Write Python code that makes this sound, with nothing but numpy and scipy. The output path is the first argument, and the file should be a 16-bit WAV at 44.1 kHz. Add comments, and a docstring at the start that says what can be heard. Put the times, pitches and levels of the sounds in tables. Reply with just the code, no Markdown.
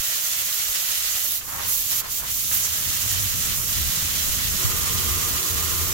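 """A hand-held plasma torch cuts thick steel in a small board-lined workshop: the air jet hisses,
roars in the kerf and spits sparks. At 1.2 s the arc dies, and the tip chokes the bare air as it is
reset on the plate. At 2.5 s the arc catches and bites again, and the blast under the plate rumbles
more and more, with gusts and thumps. From 4.6 s a machine, likely the air compressor, hums along."""
import sys
import numpy as np
from scipy import signal
from scipy.fft import rfft, irfft, next_fast_len
from scipy.io import wavfile

SR = 44100
rng = np.random.default_rng(int(sys.argv[2]) if len(sys.argv) > 2 else 0)


def persist_wave(psi):
    """Save psi, clipped to +-1, as 16-bit WAV."""
    counts = np.round(np.clip(psi, -1, 1) * 32767).astype(np.int16)
    wavfile.write(sys.argv[1], SR, np.atleast_2d(counts).T)


N = 261513
SIZE = 2 * next_fast_len(N // 2 + SR // 4)
TIME, FREQS = np.arange(N) / SR, np.fft.rfftfreq(SIZE, 1 / SR)
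BASS_LEAD_RAD = 1.16  # right ear ahead of the left


def gain_of(db):
    """Decibels to amplitude."""
    return 10 ** (np.asarray(db) / 20)


def unit_rms(x):
    """Scales to rms 1."""
    return x / np.sqrt(np.mean(x ** 2) + 1e-20)


def spectrum(points):
    """Points joined by straight lines on a log-frequency axis."""
    hz, value = np.transpose(points)
    return np.interp(np.log(FREQS + 1), np.log(hz + 1), value)


def automation(points):
    """Points joined by straight lines in time."""
    return np.interp(TIME, *np.transpose(points))


def ramp(s, length_s):
    """Rises from 0 to 1 around a moment."""
    return np.clip(.5 + (TIME - s) / length_s, 0, 1)


def swell(s, length_s):
    """A bell curve around a moment, half as high at the ends of its length."""
    return .5 ** ((2 * (TIME - s) / length_s) ** 2)


def swells(rows):
    """The summed gain of a table of swells."""
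    return sum(gain_of(db) * swell(s, length) for s, length, db in rows)


def burst(s, rise_s, decay_s):
    """Envelope with a quick attack and an exponential decay."""
    age = np.maximum(TIME - s, 0)
    return (1 - np.exp(-age / rise_s)) * np.exp(-age / decay_s)


def shaped(x, gain):
    """Filters by a gain for each frequency, to rms 1."""
    return unit_rms(irfft(rfft(x, SIZE) * gain, SIZE)[..., :N])


def drift(rate_hz):
    """Random modulation that rolls off above a rate, rms 1."""
    return shaped(rng.standard_normal(N), (FREQS > 2) / (1 + (FREQS / rate_hz) ** 2))


def tone(hz, waver_hz, rate_hz):
    """A sine of rms 1 whose pitch wavers."""
    cycles = np.cumsum(hz + waver_hz * drift(rate_hz)) / SR
    return np.sqrt(2) * np.sin(2 * np.pi * (cycles + rng.random()))


def turbulence(colour, flicker_db, rate_hz):
    """Flow noise, unrelated at the two ears, whose strength flickers at both alike."""
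    noise = shaped(rng.standard_normal((2, N)), gain_of(spectrum(colour)))
    return noise * gain_of(flicker_db * drift(rate_hz))


def ringing(modes):
    """Noise held in narrow resonances: fuzzy, wavering tones."""
    power = sum((gain_of(db) * unit_rms(1 / (1 + ((FREQS - hz) / width) ** 2))) ** 2
                for hz, width, db in modes)
    return np.sqrt(power.mean()) * shaped(rng.standard_normal((2, N)), np.sqrt(power))


def bass_image(x):
    """Long waves reach both ears partly alike, the right a little ahead."""
    # Each row: frequency in Hz, likeness of the ears from 0 to 1.
    likeness = [(30, 0.14), (85, 0.33), (160, 0.14), (300, 0.14)]
    same = spectrum(likeness)
    left, own = rfft(x, SIZE)
    right = same * left * np.exp(1j * BASS_LEAD_RAD) + np.sqrt(1 - same ** 2) * own
    return irfft(np.array([left, right]))[:, :N]


def arc_burning():
    """1 while the arc burns, 0 while only air flows; it catches fast and dies more slowly."""
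    # Each row: start and end of a cut in seconds.
    cuts = [(-0.2, 1.24), (2.512, 6.2)]
    return sum(ramp(start, .008) * (1 - ramp(end, .13)) for start, end in cuts)


def workshop(x, early_db, sway_s, tail_db, t60):
    """Bench and walls return near echoes that shift as the hand moves, then a short tail."""
    wet = x.copy()
    for ear in (0, 1):
        for delay in rng.uniform(.001, .012, 6):
            sway = sway_s * np.sin(2 * np.pi * (rng.uniform(.1, .5) * TIME + rng.random()))
            index = np.round((TIME - delay - sway) * SR).astype(int)
            wet[ear] += gain_of(early_db) * x[ear, np.clip(index, 0, N - 1)]
    t = TIME[:SR // 2]
    tail = rng.standard_normal((2, len(t))) * gain_of(-60 * t / t60) * (t > .008)
    tail /= np.linalg.norm(tail[0])
    wet += gain_of(tail_db) * signal.fftconvolve(x, tail, axes=1)[:, :N]
    return unit_rms(wet) * np.std(x)


def compressor():
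    """The motor comes in and holds: wavering tones over a ringing housing and a soft clatter."""
    # Each row: frequency in Hz, level in dB.
    clatter_colour = [(100, -21), (280, 0.5), (450, 1), (600, -5), (850, -2.5), (1050, 1.5), (1250, 6),
                      (1550, -2.5), (2500, -7), (5000, -30)]
    motor_tones = [(362, -53.5), (473, -57), (1210, -50.5), (1416, -55), (1992, -66), (2353, -61)]
    # Each row: frequency in Hz, width in Hz, level in dB.
    housing_modes = [(300, 10, -64), (365, 11, -50), (460, 9.6, -54), (1036, 20, -49), (1127, 22, -49.5),
                     (1217, 23, -52), (1992, 15, -60)]
    clatter = gain_of(-41) * turbulence(clatter_colour, flicker_db=1.5, rate_hz=83)
    whine = sum(gain_of(db) * tone(hz, waver_hz=2.9, rate_hz=22) for hz, db in motor_tones)
    pan_left = gain_of([[3], [-5]])
    running = gain_of(1.5) * ramp(4.59, length_s=.06)
    return running * (whine * pan_left + ringing(housing_modes) + clatter)


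def thumps():
    """The blast breaks through the plate in short, low thumps."""
    # Each row: start in seconds, level in dB, pitch in Hz, decay in seconds.
    hits = [(2.892, -23, 54.3, 0.012), (4.646, -14.5, 85, 0.038)]
    return sum(gain_of(db) * burst(s, .0021, decay) * np.sin(2 * np.pi * (hz * TIME + rng.random((2, 1))))
               for s, db, hz, decay in hits)


def low_hum():
    """A low hum swells now and then under the cut."""
    # Each row: middle in seconds, length in seconds, level in dB, pitch in Hz.
    hums = [(3.195, 0.19, -32.5, 98), (3.37, 0.061, -35, 98), (3.81, 0.088, -31, 80),
            (4.95, 0.16, -31.5, 83), (5.113, 0.16, -30.5, 83), (5.565, .14, -32.5, 82),
            (5.81, 0.17, -29.5, 87.5)]
    hum = sum(gain_of(db) * swell(s, length) * tone(hz, waver_hz=7.4, rate_hz=10.6)
              for s, length, db, hz in hums)
    analytic = signal.hilbert(hum, SIZE)[:N]
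    return np.array([analytic, analytic * np.exp(1j * BASS_LEAD_RAD)]).real


def puffs():
    """Choked air puffs out across the plate, sounding hollow in the gap under the tip."""
    # Each row: middle in seconds, length in seconds, level in dB.
    escapes = [(1.575, 0.16, -40), (1.71, 0.081, -49.5), (1.93, 0.036, -46.5), (2.04, 0.11, -44.5),
               (2.245, 0.08, -42.5)]
    # Each row: frequency in Hz, level in dB.
    colour = [(150, -5), (350, -7.5), (550, -5), (750, -2.5), (1120, 4), (1500, -1), (2200, -2),
              (5000, -33)]
    return swells(escapes) * gain_of(5) * turbulence(colour, flicker_db=2, rate_hz=40)


def plate_blast():
    """Air rushes over the steel, sets it ringing and gusts out below, more as the cut deepens."""
    # Each row: time in seconds, level of the blast in dB.
    growth = [(0, -60), (.9, -61), (1.3, -58.5), (1.55, -52.5), (2.0, -55.5), (2.45, -49.5), (2.7, -49),
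              (3.4, -43.5), (4.2, -43), (4.7, -41.5), (5.36, -41.5), (5.44, -47), (5.55, -43.5),
              (5.93, -42)]
    # Each row: frequency in Hz, level in dB.
    rush_colour = [(150, -20), (320, -9.5), (480, -4), (640, -2.5), (800, -4.5), (950, -1), (1150, 5),
                   (1400, -2), (2200, -6.5), (5000, -18)]
    rumble_colour = [(40, -18), (65, -4.5), (85, 2.5), (105, -1), (130, -4.5), (175, -7), (250, -13.5),
                     (400, -22), (900, -50)]
    gust_colour = [(12, -6), (30, -4.5), (55, 2.5), (75, -10.5), (110, -22), (400, -47)]
    # Single gusts. Each row: middle in seconds, length in seconds, level in dB.
    buffets = [(.7, .06, -50), (1.15, 0.48, -56), (1.7, 0.17, -50), (2.15, .3, -51), (3.49, 0.047, -50),
               (3.84, .12, -34), (4.32, 0.11, -35), (4.52, 0.083, -36), (5.13, .07, -44)]
    blast_db = automation(growth)
    rush_db = -50 + arc_burning() * (8 + .28 * (blast_db + 35))  # follows the blast while cutting
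    rush = gain_of(rush_db) * turbulence(rush_colour, flicker_db=3, rate_hz=35)
    rumble = gain_of(blast_db + 7) * turbulence(rumble_colour, flicker_db=1.5, rate_hz=17)
    # The ring of the plate. Each row: frequency in Hz, width in Hz, level in dB against the blast.
    plate_modes = [(474.5, 23, -12)]
    ring = gain_of(blast_db) * ringing(plate_modes)
    gust_level = (gain_of(blast_db + 1) + swells(buffets)) * gain_of(.5)
    gusts = gust_level * turbulence(gust_colour, flicker_db=.5, rate_hz=15)
    return rush + ring + bass_image(rumble + gusts + thumps())


def tip_spits():
    """Short dry spits as the tip touches, lifts or the arc catches."""
    # Each row: start in seconds, level in dB, decay in seconds.
    spits = [(1.41, -31.5, 0.011), (1.919, -31, 0.011), (2.514, -28, 0.01)]
    colour = [(250, -7), (700, -7), (1500, 3), (3800, -1), (6000, -12), (14000, -16)]
    level = sum(gain_of(db) * burst(s, .00076, decay) for s, db, decay in spits)
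    return level * turbulence(colour, flicker_db=2.5, rate_hz=300)


def tip_choke_db(settle_s=.075, clear_s=.04):
    """The flow dips as the tip touches the plate, settles, and comes back when the tip lifts."""
    # Each row: start, end and closing time in seconds, held dip in dB, offset on touching in dB.
    contacts = [(1.395, 1.669, 0.045, -4.5, -10.5), (2.012, 2.103, .012, -8, -7),
                (2.11, 2.19, .04, -2.5, 1.5), (2.207, 2.295, 0.034, -5.5, -1)]
    dip_db = np.zeros(N)
    for start, end, closing, held, touch in contacts:
        touching = ramp(start, closing) * (1 - ramp(end, clear_s))
        settling = np.exp(-np.maximum(TIME - start, 0) / settle_s)
        dip_db += touching * (held + touch * settling)
    return dip_db


def bare_air():
    """Air alone hisses from the tip."""
    # Each row: frequency in Hz, level in dB.
    colour = [(1200, -25), (2200, -9.5), (3100, -2), (4600, -1.5), (6500, -6), (9000, -25)]
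    return turbulence(colour, flicker_db=1, rate_hz=30)


def sparks(per_s, ring_s):
    """Molten drops burst left and right in tiny snaps."""
    onsets = (rng.random(N) < per_s / SR).astype(float)
    kind = rng.integers(0, 8, N)
    snaps = rng.standard_normal((8, 2, 256)) * np.exp(-TIME[:256] / ring_s)
    crackle = sum(signal.oaconvolve((onsets * (kind == k))[None], snap, axes=1)[:, :N]
                  for k, snap in enumerate(snaps))
    colour = [(200, -22), (700, -13), (3000, -3), (7000, 2), (9000, 2), (13000, -5)]
    return shaped(crackle, gain_of(spectrum(colour)))


def kerf_roar():
    """The jet roars in the slot and stirs hollow resonances of kerf and plate."""
    # Each row: frequency in Hz, level in dB.
    colour = [(400, -24.5), (1000, -14), (1400, -8), (1900, -2.5), (2300, -4), (3000, 0.5), (4500, -0.5),
              (5600, -2.5), (8000, -17.5)]
    # Each row: frequency in Hz, width in Hz, level in dB.
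    hollow_modes = [(626, 74, -18), (1329, 75, -15.5), (2010, 18, -18.5), (3040, 140, -14.5)]
    return gain_of(3.5) * turbulence(colour, flicker_db=1.24, rate_hz=16) + ringing(hollow_modes)


def arc_hiss():
    """The arc's bright, flickering hiss."""
    # Each row: frequency in Hz, level in dB.
    colour = [(3500, -26), (5100, -10.5), (5900, -3), (7050, -1), (7900, -5), (9000, -8.5), (10500, -9),
              (14000, -71)]
    return gain_of(3) * turbulence(colour, flicker_db=.98, rate_hz=45)


def nozzle_sizzle(lit):
    """Air sizzles from the nozzle; the bore whistles, more softly while the arc burns."""
    # Each row: frequency in Hz, level in dB.
    colour = [(7500, -26.5), (10000, -11), (11000, -5.5), (12000, -2.5), (13400, -3), (14500, -5),
              (16000, -3)]
    # Each row: frequency in Hz, width in Hz, level in dB.
    bore_modes = [(7200, 110, -18), (11700, 320, -10), (15070, 40, -24)]
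    bore = gain_of(-6 - 3.5 * lit) * ringing(bore_modes)
    return gain_of(5.5) * turbulence(colour, flicker_db=.95, rate_hz=50) + bore


def jet():
    """One air jet drives nozzle, arc, kerf and sparks, so they choke, surge and sputter together."""
    # How hard the jet bites into the kerf. Each row: time in seconds, lift of the roar in dB.
    bite = [(0, 9.5), (.6, 9), (.85, 10.5), (1.22, 9.5), (2.55, 8), (2.68, 8), (2.95, 10), (3.5, 9),
            (3.66, 6), (3.78, 10.5), (4.55, 10.5), (4.66, 8.5), (4.8, 10.5), (5.93, 8.5)]
    # The torch is moved. Each row: middle and length in seconds, lifts of sizzle, hiss and roar in dB.
    surges = [(1.314, 0.14, 1.5, -2, 4.5), (1.64, 0.092, -1.5, -1, 13.5), (1.713, 0.11, 3.5, 0.5, -3.5),
              (1.923, 0.055, 1.5, 2.5, 9.5), (1.984, 0.045, 3, 1, 6.5), (2.058, 0.067, 0, 1.5, 13),
              (2.283, 0.052, 0, 1, 11.5), (2.535, 0.032, 4.5, 4.5, 2.5), (2.575, .06, 4.5, -0.5, -1.5),
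              (2.648, .04, 0, 5, 0), (3.113, 0.045, 2, 2.5, 0.5)]
    lit, choke_db, bite_db = arc_burning(), tip_choke_db(), automation(bite)
    sizzle_up, hiss_up, roar_up = sum(np.outer(lifts, swell(s, length)) for s, length, *lifts in surges)
    wander_db = lit * .42 * drift(3.6)
    sizzle_db = -27.5 - .06 * TIME - lit + choke_db + sizzle_up
    hiss_db = -32.5 + lit * (.66 + .17 * (bite_db - 10)) + choke_db + hiss_up + wander_db
    roar_db = -44 + lit * bite_db + .83 * choke_db + roar_up + wander_db
    nozzle = gain_of(sizzle_db) * nozzle_sizzle(lit)
    arc = gain_of(hiss_db) * arc_hiss()
    kerf = gain_of(roar_db) * kerf_roar()
    # The kerf whistles briefly. Each row: frequency in Hz, width in Hz, level in dB.
    whistle_modes = [(3100, 70, -33)]
    whistle = swell(3.172, length_s=.03) * ringing(whistle_modes)
    crackle = gain_of(roar_db - 2) * sparks(per_s=110, ring_s=.00035)
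    air = (1 - lit) * gain_of(-35.5 + 1.1 * choke_db) * bare_air()
    sputter_db = .26 * drift(150)
    buzz_db = .8 * np.sin(2 * np.pi * 187.5 * TIME)  # a faint, even buzz on the hiss
    return (nozzle + arc + kerf + whistle + crackle + air) * gain_of(sputter_db + buzz_db)


def scene():
    """Torch and plate in the room, the compressor behind them; the treble leans right."""
    # Each row: frequency in Hz, left minus right in dB.
    balance = [(60, 5), (110, -3.5), (200, 1), (380, 0), (700, -1), (1290, 0), (2380, -2.0), (4400, -4.5),
               (8120, -2.5), (15000, -5.5)]
    torch = workshop(jet() + tip_spits(), early_db=-16, sway_s=.00015, tail_db=-16.5, t60=.11)
    mix = torch + puffs() + plate_blast() + low_hum() + compressor()
    pan = gain_of(np.outer([1, -1], spectrum(balance)) / 2)
    pan /= np.sqrt(np.mean(pan ** 2, axis=0))
    return irfft(rfft(mix, SIZE) * pan)[:, :N]


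def record(dry):
    """A steep low-pass trims the very top of the sizzle."""
    lowpass = signal.firwin(1023, 15850, window=("kaiser", 9), fs=SR)
    return signal.oaconvolve(dry, lowpass[None], "same")


dry = scene()
out = record(dry)
persist_wave(out)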